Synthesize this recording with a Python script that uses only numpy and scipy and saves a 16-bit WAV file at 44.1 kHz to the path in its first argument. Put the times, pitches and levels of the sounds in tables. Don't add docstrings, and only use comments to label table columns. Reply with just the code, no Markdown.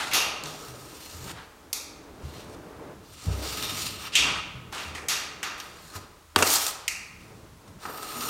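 import sys
import numpy as np
from scipy import signal
from scipy.fft import rfft, irfft, next_fast_len
from scipy.io import wavfile
from scipy.ndimage import uniform_filter1d

SR = 44100
rng = np.random.default_rng(int(sys.argv[2]) if len(sys.argv) > 2 else 0)


def store_pcm(level_fs):
    pcm = np.round(np.clip(level_fs, -1, 1) * 32767).astype(np.int16)
    wavfile.write(sys.argv[1], SR, np.atleast_2d(pcm).T)


N = 365588
T = np.arange(N) / SR


def undb(db):
    return 10 ** (np.asarray(db) / 20)


def unit_rms(x):
    return x / np.sqrt(np.mean(x ** 2))


def band(x, lo_hz, hi_hz, order=2):
    sos = signal.butter(order, [lo_hz, min(hi_hz, .45 * SR)], "bandpass", fs=SR, output="sos")
    return signal.sosfilt(sos, x)


def resonate(x, modes):
    size = next_fast_len(len(x))
    freq_hz = np.fft.rfftfreq(size, 1 / SR)
    power = 1 + sum(undb(2 * db) / (1 + (2 * (freq_hz - hz) / width_hz) ** 2)
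                    for hz, width_hz, db in modes)
    cepstrum = irfft(np.log(power) / 2, size)
    cepstrum[1:size // 2] *= 2
    cepstrum[size // 2 + 1:] = 0
    return irfft(rfft(x, size) * np.exp(rfft(cepstrum)), size)[:len(x)]


def drift(rate_hz):
    hold = int(SR / rate_hz)
    steps = np.repeat(rng.standard_normal(N // hold + 1), hold)
    return 1.3 * uniform_filter1d(uniform_filter1d(steps, hold), hold)[:N]


# (time [s], level jump [dB])
LUMPS = [(0.637, 5), (0.683, 5), (1.004, 6), (3.3, -1), (3.625, 11.5), (3.819, 8), (3.866, 6), (5.901, 11)]


def catches_db(decay_s=0.0046, small_per_s=31, small_mean_db=2.5):
    jumps_db = (rng.random(N) < small_per_s / SR) * rng.exponential(size=N) * small_mean_db
    for time_s, db in LUMPS:
        jumps_db[int(time_s * SR)] = db
    return signal.lfilter([1], [1, -np.exp(-1 / (decay_s * SR))], jumps_db)


# (frequency [Hz], width [Hz], relative gain [dB])
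BLADE_MODES = [(1265, 60, 15), (2800, 400, 1), (3680, 150, 3), (4200, 150, 7), (4750, 300, 8),
               (5480, 200, 8), (5900, 250, 8), (6900, 300, 6), (7600, 200, 6), (8600, 250, 7),
               (9100, 350, 7), (13200, 700, 8), (15200, 400, 5)]


def blade(grit, ring_db):
    out = grit
    for hz, width_hz, db in BLADE_MODES:
        sway_db = 3.2 * drift(12) - 1
        mode = signal.lfilter(*signal.iirpeak(hz, hz / width_hz, fs=SR), grit)
        out = out + undb(db + sway_db + ring_db) * mode
    return out


# (time [s], relative grit level [dB])
STROKE_PRESSURE = [
    [(0.0, -31.5), (0.036, -33.5), (0.1, -41), (0.125, -36)],
    [(0.46, -45), (0.6, -46.5), (0.75, -47.5), (1.05, -43.5), (1.24, -43), (1.316, -40), (1.33, -59)],
    [(1.35, -71), (1.385, -60.5), (1.46, -74)],
    [(2.12, -66), (2.2, -65), (2.256, -49), (2.316, -51), (2.396, -47), (2.46, -61), (2.55, -50)],
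    [(3.03, -63), (3.166, -49.5), (3.33, -44), (3.452, -35), (3.7, -37.5), (3.806, -33.5), (3.988, -46),
     (4.07, -37.5), (4.11, -63)],
    [(4.122, -47), (4.15, -31.5), (4.165, -50)],
    [(4.18, -60), (4.26, -43.5), (4.4, -48)],
    [(4.72, -51), (4.732, -35.5), (4.838, -38), (4.938, -54), (4.95, -43), (5.07, -67)],
    [(5.58, -42.5), (5.728, -52), (5.93, -46), (5.962, -32.5), (5.986, -45), (6.08, -72)],
    [(6.38, -27), (6.44, -26), (6.526, -16.5), (6.704, -28.5), (6.76, -47)],
    [(7.195, -73), (7.21, -56), (7.4, -69.5), (7.66, -84), (7.68, -52.5), (7.76, -72)],
    [(7.79, -63), (7.836, -48), (8.066, -43), (8.29, -35.5)],
]
# (top [dB re grit], hum [dB re grit], body [dB re grit],
# ring of the loaded blade [dB], lift-off rasp [dB])
STROKE_TONE = [(-13, 6.5, 6.5, -31, 0), (-6, -2.5, -4, -6.5, 8), (-20, 27.5, 22, -38, 1),
               (-9, -3.5, 4.5, -9.5, -11), (-5, -2.5, 1, -3.5, 7.5), (-25, -12, 11.5, -10, -1),
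               (-18, 18, 9, -7, 0), (-15, 2.5, 4.5, -23, 0), (-7, 0.5, -6, -9, 11),
               (-3, -10.5, -10, -11.5, 4), (-10, 0, -2, -8, 0), (-3, 5, -1.5, 1, 0.5)]
# (low [Hz], high [Hz])
SCRAPE_BANDS = [(3500, 9500), (10500, 14900), (700, 1760), (1800, 4370)]
PRESSURE_SLOPES = [0.95, 1.08, 1, 0.81]
TILT_DB = [0.8, 1.5, 1.8, 1.5]


def trowel_scrape(lift_s=0.033):
    slip_db = 1.2 * drift(70) + catches_db()
    gains, ring_db = np.zeros((len(SCRAPE_BANDS), N)), np.zeros(N)
    for stroke, (*tone_db, stroke_ring_db, rasp_db) in zip(STROKE_PRESSURE, STROKE_TONE):
        times_s, grit_db = np.transpose(stroke)
        contact = np.clip(np.minimum(T - times_s[0], times_s[-1] - T) / 0.003 + 1, 0, 1)
        on = contact > 0
        ring_db[on] = stroke_ring_db
        eased_db = np.interp(T[on], times_s, grit_db) - grit_db.max()
        lift_db = rasp_db * np.exp(-((T[on] - times_s[-1] + lift_s) / lift_s) ** 2)
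        for gain, band_db, slope, is_low in zip(gains, [0] + tone_db, PRESSURE_SLOPES, (0, 0, 1, 1)):
            gain[on] += contact[on] * undb(grit_db.max() + band_db + slope * eased_db + is_low * lift_db)
    grit = 0
    for gain, (lo_hz, hi_hz), tilt_db in zip(gains, SCRAPE_BANDS, TILT_DB):
        noise = rng.standard_normal(N)
        grain_db = 2.15 * rng.exponential(size=N)
        grains = noise * undb(grain_db + slip_db + tilt_db * drift(14))
        grit = grit + gain * unit_rms(band(grains, lo_hz, hi_hz))
    return undb(-6.5) * blade(grit, ring_db)


# (time [s], rumble [dB], drone [dB])
BOARD_LEVELS = [(0.0, -52, -45.5), (0.3, -53, -48), (0.4, -57, -44), (1.1, -57, -51.5),
                (1.27, -42.5, -46.5), (1.5, -67, -54.5), (1.75, -63.5, -53.5), (2.26, -49, -47),
                (2.9, -52, -44.5), (3.2, -56, -60), (3.29, -44, -41.5), (3.45, -46, -41.5),
                (3.75, -46, -45.5), (4.11, -52.5, -52), (4.25, -44.5, -39), (4.55, -49, -56),
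                (5.15, -55, -47.5), (5.899, -60, -55.5), (5.98, -53, -50), (6.33, -73, -67),
                (6.38, -68, -27), (6.72, -62, -60), (7.15, -57, -63), (7.32, -48, -51.5),
                (7.59, -56, -58.5), (7.69, -49, -53.5), (7.8, -57, -55), (7.87, -54, -46), (8.1, -57, -47),
                (8.29, -48, -39.5)]
# (frequency [Hz], width [Hz], gain [dB])
BOARD_MODES = [(305, 60, 9), (435, 50, 9), (600, 60, 4)]


def board_flex():
    times_s, rumble_db, drone_db = np.transpose(BOARD_LEVELS)
    rumble = unit_rms(band(rng.standard_normal(N), 56, 200))
    rumble *= undb(np.interp(T, times_s, rumble_db) + 2.4 * drift(25))
    drone = unit_rms(band(resonate(rng.standard_normal(N), BOARD_MODES), 150, 1200))
    drone *= undb(np.interp(T, times_s, drone_db) + 1.1 * drift(30))
    return rumble + drone


# (frequency [Hz], relative density [dB])
AIR_SPECTRUM = [(15, -36), (25, 3), (76, 13), (206, -18), (285, -22), (659, -12), (1040, -0.5),
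                (1840, -9.5), (6560, -13), (14800, -20), (16000, -19)]


def air_wash(level_db=-55.5):
    hz, db = np.transpose(AIR_SPECTRUM)
    size = next_fast_len(N)
    freq_hz = np.maximum(np.fft.rfftfreq(size, 1 / SR), 1)
    colour = undb(np.interp(np.log(freq_hz), np.log(hz), db))
    swell_db = .7 * drift(3)
    air = irfft(rfft(rng.standard_normal(size)) * colour, size)[:N]
    return undb(level_db + swell_db) * unit_rms(air)


# (time [s], edge peak [dB], top [dB re edge], hum [dB re edge], body [dB re edge],
# edge [Hz], body [Hz], body width [Hz], skid decay [ms], relative room send [dB])
STEEL_BLOWS = [ (0.112, -27.5, -11, -8, 3.5, 4500, 2340, 920, 13, 5.5),
               (.133, -17.5, -3, -9.5, -8, 5250, 2830, 700, 10.4, 7.5),
               (0.4365, -19.5, -9, -26, -5, 6650, 3700, 1500, 2, -7.5),
               (.457, -27, -21, -8, -30, 4730, 2760, 800, 5.3, -2.5),
               (1.729, -14, -6, -19, -13, 5580, 2380, 605, 5.1, -3.5),
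               (4.153, -8, -13, -20.5, 1, 5970, 2870, 1300, 7.5, -0.5),
               (4.725, -34.5, -6, 5.5, 1, 4630, 2380, 1580, 5.5, -3),
               (4.7796, -30, -20, -2, 4, 5070, 2500, 1220, 3.2, 0),
               (4.9487, -32.5, -9, 0, 5, 6550, 2130, 890, 9.9, -3),
               (5.084, -16.5, -1.5, -16, -5.5, 5680, 2520, 1800, 6.6, 3.5),
               (5.429, -20.5, -12, -8.5, 1, 5450, 2080, 1800, 9.5, -2.5),
               (5.6, -26.5, -9, -26, -6, 4400, 3140, 800, 5.5, -11),
               (6.3602, -6, -10, 3.5, 0.5, 7000, 2820, 1550, 3.9, -14.5),
               (6.388, -17, -8, 3.5, -11, 8960, 2190, 800, 2.7, -8.5),
               (6.424, -6.5, -11, 0.5, -5.5, 7200, 2450, 800, 4.3, -14.5),
               (6.474, -13, -14, -20, -8.5, 5740, 2200, 800, 1.9, -5),
               (6.502, -10.5, -20, -34, -10, 6030, 3220, 500, 3.2, -3.5),
               (6.555, -12.5, -23, -8.5, -30, 5800, 3220, 820, 9.9, -23),
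               (6.879, -14, -8, -20.5, -1.5, 6040, 2350, 760, 4.8, -6.5),
               (7.853, -38, -15, 15, -8, 4300, 2300, 1200, 6, -5.5),
               (8.207, -25, -18, -10, -27.5, 4330, 2820, 800, 6.3, -14)]
# (frequency [Hz], width [Hz], gain [dB])
STEEL_MODES = [(1240, 50, 7), (2476, 35, 5), (2770, 30, 8), (3270, 30, 6), (3380, 30, 5), (3536, 30, 5),
               (3678, 25, 6), (4532, 30, 5), (5627, 35, 6), (5803, 35, 6), (6407, 40, 6)]


def steel_clacks(attack_skids=0.063, knock_re_hum_db=-9):
    size = int(.05 * SR)
    t = T[:size]
    pulse = signal.unit_impulse(size)
    direct, send = np.zeros(N + size), np.zeros(N + size)
    for blow in STEEL_BLOWS:
        time_s, edge_db, top_db, hum_db, body_db, edge_hz, body_hz, width_hz, skid_ms, send_db = blow
        age_skids = 1000 * t / skid_ms
        burst = rng.standard_normal(size) * np.exp(-age_skids) * (1 - np.exp(-age_skids / attack_skids))
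        start = int(time_s * SR)
        bands = [(hum_db + knock_re_hum_db, 250, 700),
                 (hum_db, 700, 1600),
                 (body_db, body_hz - width_hz / 2, body_hz + width_hz / 2),
                 (0, edge_hz / 1.51, edge_hz * 1.395),
                 (top_db, 8000, 14000)]
        for k, (band_db, lo_hz, hi_hz) in enumerate(bands):
            skid, click = band(np.array([burst, pulse]), lo_hz, hi_hz, order=3 if hi_hz > 5000 else 2)
            skid *= undb(edge_db + band_db) / np.abs(skid).max()
            click *= np.sqrt(np.sum(skid ** 2) / np.sum(click ** 2))
            direct[start:start + size] += skid
            send[start:start + size] += (-1) ** k * undb(send_db) * click
    return direct[:N], resonate(send[:N], STEEL_MODES)


# (time [s], level before the attack ramp [dB], pitch [Hz], t60 [s])
BOARD_BLOWS = [(0.433, -40, 152, 0.78), (.68, -41, 126, 0.87), (1.139, -38, 83, 0.55),
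               (1.2, -36, 130, 0.23), (2.233, -28.5, 74, 0.25), (2.243, -32, 133, 0.24),
               (3.267, -21.5, 154, 0.17), (3.266, -20, 96, 0.4), (3.273, -23, 65.8, 0.74),
               (3.679, -37, 96.7, 0.43), (4.199, -39.5, 66.3, 1), (4.547, -34.5, 127, 0.42),
               (4.859, -37.5, 78, 0.73), (5.954, -31.5, 95, 0.2), (6.358, -27, 91.6, 0.43),
               (7.679, -37, 95, 0.18), (8.15, -38.5, 240, 0.76)]


def board_thuds(attack_s=0.0069):
    out = np.zeros(N + SR)
    t = T[:SR]
    attack = 1 - np.exp(-t / attack_s)
    for time_s, db, hz, t60_s in BOARD_BLOWS:
        start = int(time_s * SR)
        out[start:start + SR] += attack * undb(db - 60 * t / t60_s) * np.sin(2 * np.pi * hz * t)
    return out[:N]


# (frequency [Hz], t60 [s])
ROOM_DECAY = [(125, .9), (500, 1.1), (1200, 1.1), (2500, .85), (5000, .65), (9000, .48), (14000, .33)]


def room(x, build_up_s=0.0098):
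    t = T[:int(1.2 * SR)]
    hz, t60_s = np.transpose(ROOM_DECAY)
    tail = 0
    for centre_hz in 63 * 2 ** np.arange(0, 8.1, .5):
        band_t60_s = np.interp(np.log(centre_hz), np.log(hz), t60_s)
        reflections = band(rng.standard_normal(len(t)), centre_hz / 2 ** .25, centre_hz * 2 ** .25)
        tail = tail + reflections * undb(-60 * t / band_t60_s)
    tail *= 1 - np.exp(-t / build_up_s)
    return signal.fftconvolve(x, tail / np.sqrt(np.sum(tail ** 2)))[:N]


def scene():
    scrape = trowel_scrape()
    clacks, clack_send = steel_clacks()
    reverb = room(undb(0.5) * clack_send + undb(-13.5) * scrape)
    return (undb(-3.0) * scrape + board_flex() + air_wash() + clacks + board_thuds() + reverb)[None]


def record(dry):
    cutoff_hz = 15900
    return signal.sosfilt(signal.ellip(10, .2, 60, cutoff_hz, fs=SR, output="sos"), np.tanh(dry))


dry = scene()
out = record(dry)
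store_pcm(out)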